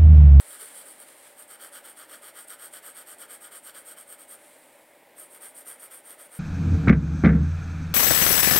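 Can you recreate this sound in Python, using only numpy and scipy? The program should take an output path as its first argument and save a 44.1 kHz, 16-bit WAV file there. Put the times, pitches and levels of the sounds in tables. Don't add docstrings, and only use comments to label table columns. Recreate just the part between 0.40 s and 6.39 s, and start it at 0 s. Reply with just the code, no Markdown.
import sys
import numpy as np
from scipy import signal
from scipy.fft import rfft, irfft, next_fast_len
from scipy.io import wavfile
from scipy.ndimage import uniform_filter1d, map_coordinates

SR = 44100
rng = np.random.default_rng(int(sys.argv[2]) if len(sys.argv) > 2 else 0)


def put_to_file(sound):
    columns = np.atleast_2d(sound).T
    safe = np.clip(columns, -1, 1)
    whole_steps = np.round(safe * 32767)
    wavfile.write(sys.argv[1], SR, whole_steps.astype(np.int16))


N = 264159
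TIME = np.arange(N) / SR


def amp(db):
    return 10 ** (np.asarray(db) / 20)


def unit(x):
    return x / np.sqrt(np.mean(x ** 2) + 1e-20)


def read(rows, at):
    return np.interp(at, *np.transpose(rows))


def along(points, hz):
    point_hz, values = np.transpose(points)
    return np.interp(np.log(hz + 1), np.log(point_hz + 1), values)


def wobble(rate):
    knots = rng.standard_normal(int(N * rate / SR) + 4)
    return map_coordinates(knots, [TIME * rate])


def filtered(x, response):
    size = next_fast_len(N + 8192)
    hz = np.fft.rfftfreq(size, 1 / SR)
    return irfft(rfft(x, size) * response(hz), size)[..., :N]


def coloured(x, spectrum):
    return filtered(x, lambda hz: unit(amp(along(spectrum, hz))))


def friction(catch_rate, catch_share, clump_db, clump_rate):
    lets_go = rng.random(N) < catch_rate / SR
    catches = unit(lets_go * rng.standard_normal(N))
    smooth = rng.standard_normal(N)
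    rub = np.sqrt(1 - catch_share) * smooth + np.sqrt(catch_share) * catches
    return unit(rub * amp(clump_db * wobble(clump_rate)))


def motion(lean_db):
    # start in seconds, relative strength in dB.
    strokes = [(-0.058, -41.2), (0.044, -45), (0.184, -42.0), (0.314, -44), (0.443, -45.8), (0.569, -47.6),
               (0.956, -47.5), (1.068, -47), (1.185, -44), (1.31, -44), (1.422, -46), (1.55, -47),
               (1.674, -46.3), (1.806, -47.1), (1.931, -45), (2.067, -43.5), (2.177, -44), (2.307, -43.5),
               (2.414, -44), (2.537, -44.5), (2.65, -44), (2.77, -44.5), (2.875, -44.5), (2.996, -45.2),
               (3.103, -44.4), (3.22, -45), (3.332, -45), (3.438, -44.5), (3.556, -47.3), (3.66, -46.5),
               (3.774, -49.0), (3.868, -46), (4.755, -45.5), (4.89, -47.4), (4.996, -44), (5.133, -45.5),
               (5.244, -42.5), (5.377, -45), (5.494, -45), (5.625, -47.0), (5.771, -47.2), (5.894, -47.5)]
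    lifts = [0.655, 3.976, 6.027]
    # time in seconds,
    # share of a stroke added to the speeding-up one way and taken off it the other way.
    lopsided = [(.6, -.176), (1.0, 0.024), (2.4, 0.056), (3.0, -0.025), (3.9, -0.078), (4.8, -0.06)]
    # time in seconds, level relative to the tip in dB, before the lean.
    board_share = [(.23, -11.5), (.4, -14), (1.0, -10), (1.7, -6), (2.2, -9.5), (3.4, -9), (3.8, -12.5),
                   (4.8, -14), (5.9, -10)]
    overrun_s = 0.0027
    speed_power = 1.59
    rise_share = 0.42

    tip, position = np.zeros((2, N))
    turns = [start for start, _ in strokes] + list(lifts)
    for k, (start, db) in enumerate(strokes):
        end = min(s for s in turns if s > start)
        direction = (-1) ** k
        rise = np.clip(rise_share + direction * read(lopsided, start), 0, 1)
        fastest = start + (end - start) * rise
        marks = [start - overrun_s, fastest, end + overrun_s]
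        inside = (TIME > marks[0]) & (TIME < marks[-1])
        phase = np.pi * np.interp(TIME[inside], marks, [0, .5, 1])
        speed = np.abs(np.sin(phase))
        tip[inside] += amp(db) * speed ** speed_power
        position[inside] = direction * np.cos(phase)
    board = tip * amp(read(board_share, TIME) + lean_db * position)
    return tip, board, position


def snags(decay, level_db):
    # time in seconds, relative strength in dB.
    snag_rows = [(0.6017, -24), (2.0844, -24), (2.2578, -20.5), (2.3368, -25), (2.7144, -25), (2.9364, -26),
                 (3.913, -24), (4.799, -23), (5.2884, -29)]
    out = np.zeros(N + SR)
    t = np.arange(SR // 50) / SR
    for start, db in snag_rows:
        first = round(start * SR)
        fade = amp(db + level_db - 60 * t / decay)
        out[first:first + len(t)] += fade * rng.standard_normal(len(t))
    return out[:N]


def moving_peaks(x, position, ring_db, ring_width_hz, upper_hz, rest_db):
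    # time in seconds, pitch in Hz.
    ring_pitch = [(.5, 8950), (1.1, 8850), (1.8, 8900), (2.1, 8430), (3.55, 8400), (3.9, 8770), (5.3, 8960)]
    bounce_db, bounce_s = 1.7, .00057
    bounce_swing, bounce_wander = 0.017, 0.028

    hz, t, z = signal.stft(x, SR, nperseg=256, noverlap=192)
    hz = hz[:, None]

    def peak(at, width):
        return np.exp(-.5 * ((hz - at) / width) ** 2)

    ring = ring_db * peak(read(ring_pitch, t), ring_width_hz)
    glide_hz = upper_hz + 1250 * np.interp(t, TIME, position)
    glide = 6 * peak(glide_hz, 650)
    delay = bounce_s * (1 - bounce_swing * position + bounce_wander * wobble(10))
    bounce = bounce_db * np.cos(2 * np.pi * hz * np.interp(t, TIME, delay))
    rest = rest_db * peak(upper_hz, 840)
    gain_db = ring + glide + bounce + rest
    return signal.istft(z * amp(gain_db), SR, nperseg=256, noverlap=192)[1][:N]


def on_page(x, colours):
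    # time in seconds, place (0 low, 1 midway, 2 high).
    hand_place = [(0, 0), (.68, 0), (1.0, 1), (3.5, 1), (4.75, 2)]
    place = read(hand_place, TIME)
    blend = np.zeros(N)
    for k, colour in enumerate(colours):
        nearness = np.clip(1 - np.abs(place - k), 0, 1)
        blend += nearness * coloured(x, colour)
    return blend


def pencil():
    # frequency in Hz, relative level in dB per Hz.
    tip_low = [(3000, -45), (4550, -21), (6300, -34), (7300, -14), (7800, -6), (8400, -0.5), (8800, -1.5),
               (9400, 1.5), (10700, -11), (11300, -10), (12600, -10), (13050, -16), (13700, -10),
               (15500, -16)]
    tip_mid = [(3000, -33), (6300, -30.5), (7150, -14.5), (7700, -12.5), (8300, -1.5), (9200, -4.5),
               (10050, -12), (10700, -11.5), (11350, -13), (11950, -8), (12800, -11), (13600, -16),
               (14700, -20.5), (15600, -15.5)]
    tip_high = [(3000, -37), (6700, -24.5), (7900, -9), (8600, 0), (9000, -5), (9500, 2), (10300, -15.5),
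                (10900, -12), (11700, -10.5), (12400, -7), (12900, -6), (13400, -19), (14600, -20),
                (15500, -16.5)]
    # frequency in Hz, relative level in dB per Hz.
    board_mid = [(150, -36), (450, -5), (980, -12), (1180, 0.5), (1450, 1.5), (2100, -7), (2650, -18),
                 (3100, -2), (3550, -9.5), (4000, -15.5), (4550, -7.5), (5000, -16.5), (5450, -11.5),
                 (7000, -27)]
    board_high = [(150, -28), (450, -3.5), (950, -6), (1300, 1), (2000, -3.5), (2650, -13.5), (3300, -4),
                  (4050, -18), (4600, -9), (5000, -17), (5500, -13), (7000, -23)]

    tip_gain, board_gain, position = motion(lean_db=3.0)
    grit = friction(catch_rate=4000, catch_share=.25, clump_db=1.2, clump_rate=400)
    scrape = grit * amp(0.95 * wobble(80))
    tip_drive = tip_gain * scrape + snags(decay=.012, level_db=-13)
    ringing = moving_peaks(tip_drive, position, ring_db=3.5, ring_width_hz=270,
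                           upper_hz=11900, rest_db=-3.5)
    hiss = on_page(ringing, [tip_low, tip_mid, tip_high])
    board_drive = board_gain * scrape * amp(1.4 * wobble(45))
    rasp = on_page(board_drive, [board_mid, board_mid, board_high])
    return amp(-1.43) * hiss + amp(1.3) * rasp


def sliding():
    # fastest moment in seconds,
    # level in dB, rise in dB per second, fall in dB per second.
    shifts = [(.28, -49, 4, 24), (.69, -51, 120, 80), (.87, -51, 38, 114), (4.07, -56, 29, 20)]
    resting_db = -63.5

    tip_gain = motion(lean_db=0)[0]
    shading = np.abs(uniform_filter1d(1.0 * (tip_gain > 0), SR // 20))
    layers = [amp(resting_db) * shading]
    for fastest, db, rise, fall in shifts:
        drop_db = np.maximum(rise * (fastest - TIME), fall * (TIME - fastest))
        layers.append(amp(db - drop_db))
    return np.max(layers, axis=0)


def hand():
    # frequency in Hz, relative level in dB per Hz.
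    skin = [(300, -23.5), (1250, -6), (1900, -5.5), (2600, -12), (3300, -8.5), (4700, -13.5), (6600, -15),
            (8100, -2), (9100, 1.5), (10200, -7), (10900, -4.5), (11700, -10.5), (12600, -7), (15000, -17)]
    rub = friction(catch_rate=4000, catch_share=0.21, clump_db=0.9, clump_rate=150)
    return sliding() * coloured(rub, skin)


def fan():
    # frequency in Hz, relative level in dB per Hz.
    air = [(25, -23), (55, -27.5), (125, -14.5), (185, -13.5), (250, -4.5), (430, -4.5), (580, 4),
           (700, -3), (950, -5), (1280, -13.5), (2000, -6), (2800, -13.5), (5800, -25.5), (15000, -18.5)]
    # frequency in Hz, relative rms level in dB.
    hum = [(269, -81.5), (312, -76), (576, -69.5), (807.5, -72.5), (899, -78), (929, -81), (2192, -78.5)]
    rush = amp(.5 * wobble(5)) * coloured(rng.standard_normal(N), air)
    tones = np.zeros(N)
    for hz, db in hum:
        level = amp(db + 2.5 * wobble(6)) * np.sqrt(2)
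        tones += level * np.sin(2 * np.pi * hz * TIME + 1.03 * wobble(12))
    return amp(-56.5) * rush + amp(-0.5) * tones


def knock(at):
    # frequency in Hz, level before the onset in dB,
    # time to fall 60 dB in seconds.
    modes = [(386, -50, 0.17), (440, -45.5, 0.14), (494, -46, 0.13)]
    t = np.maximum(TIME - at, 0)
    ring = np.zeros(N)
    for hz, db, t60 in modes:
        ring += amp(db - 60 * t / t60) * np.sin(2 * np.pi * hz * t)
    onset = 1 - np.exp(-t / 0.0091)
    return onset * ring


def room(x):
    # frequency in Hz, time to fall 60 dB in seconds.
    decay_times = [(200, 0.38), (2000, 0.42), (12000, 0.053)]
    hz, t, z = signal.stft(rng.standard_normal(SR // 2), SR, nperseg=256)
    fade = amp(-60 * t / along(decay_times, hz)[:, None])
    tail = signal.istft(z * fade, SR, nperseg=256)[1]
    return signal.fftconvolve(x, tail / np.linalg.norm(tail))[:N]


def scene():
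    near = pencil() + hand() + knock(at=.208)
    mono = near + amp(-12.5) * room(near) + fan()
    return np.array([mono, mono])


def record(dry):
    top_hz = 15850
    return filtered(dry, lambda hz: hz < top_hz)


dry = scene()
out = record(dry)
put_to_file(out)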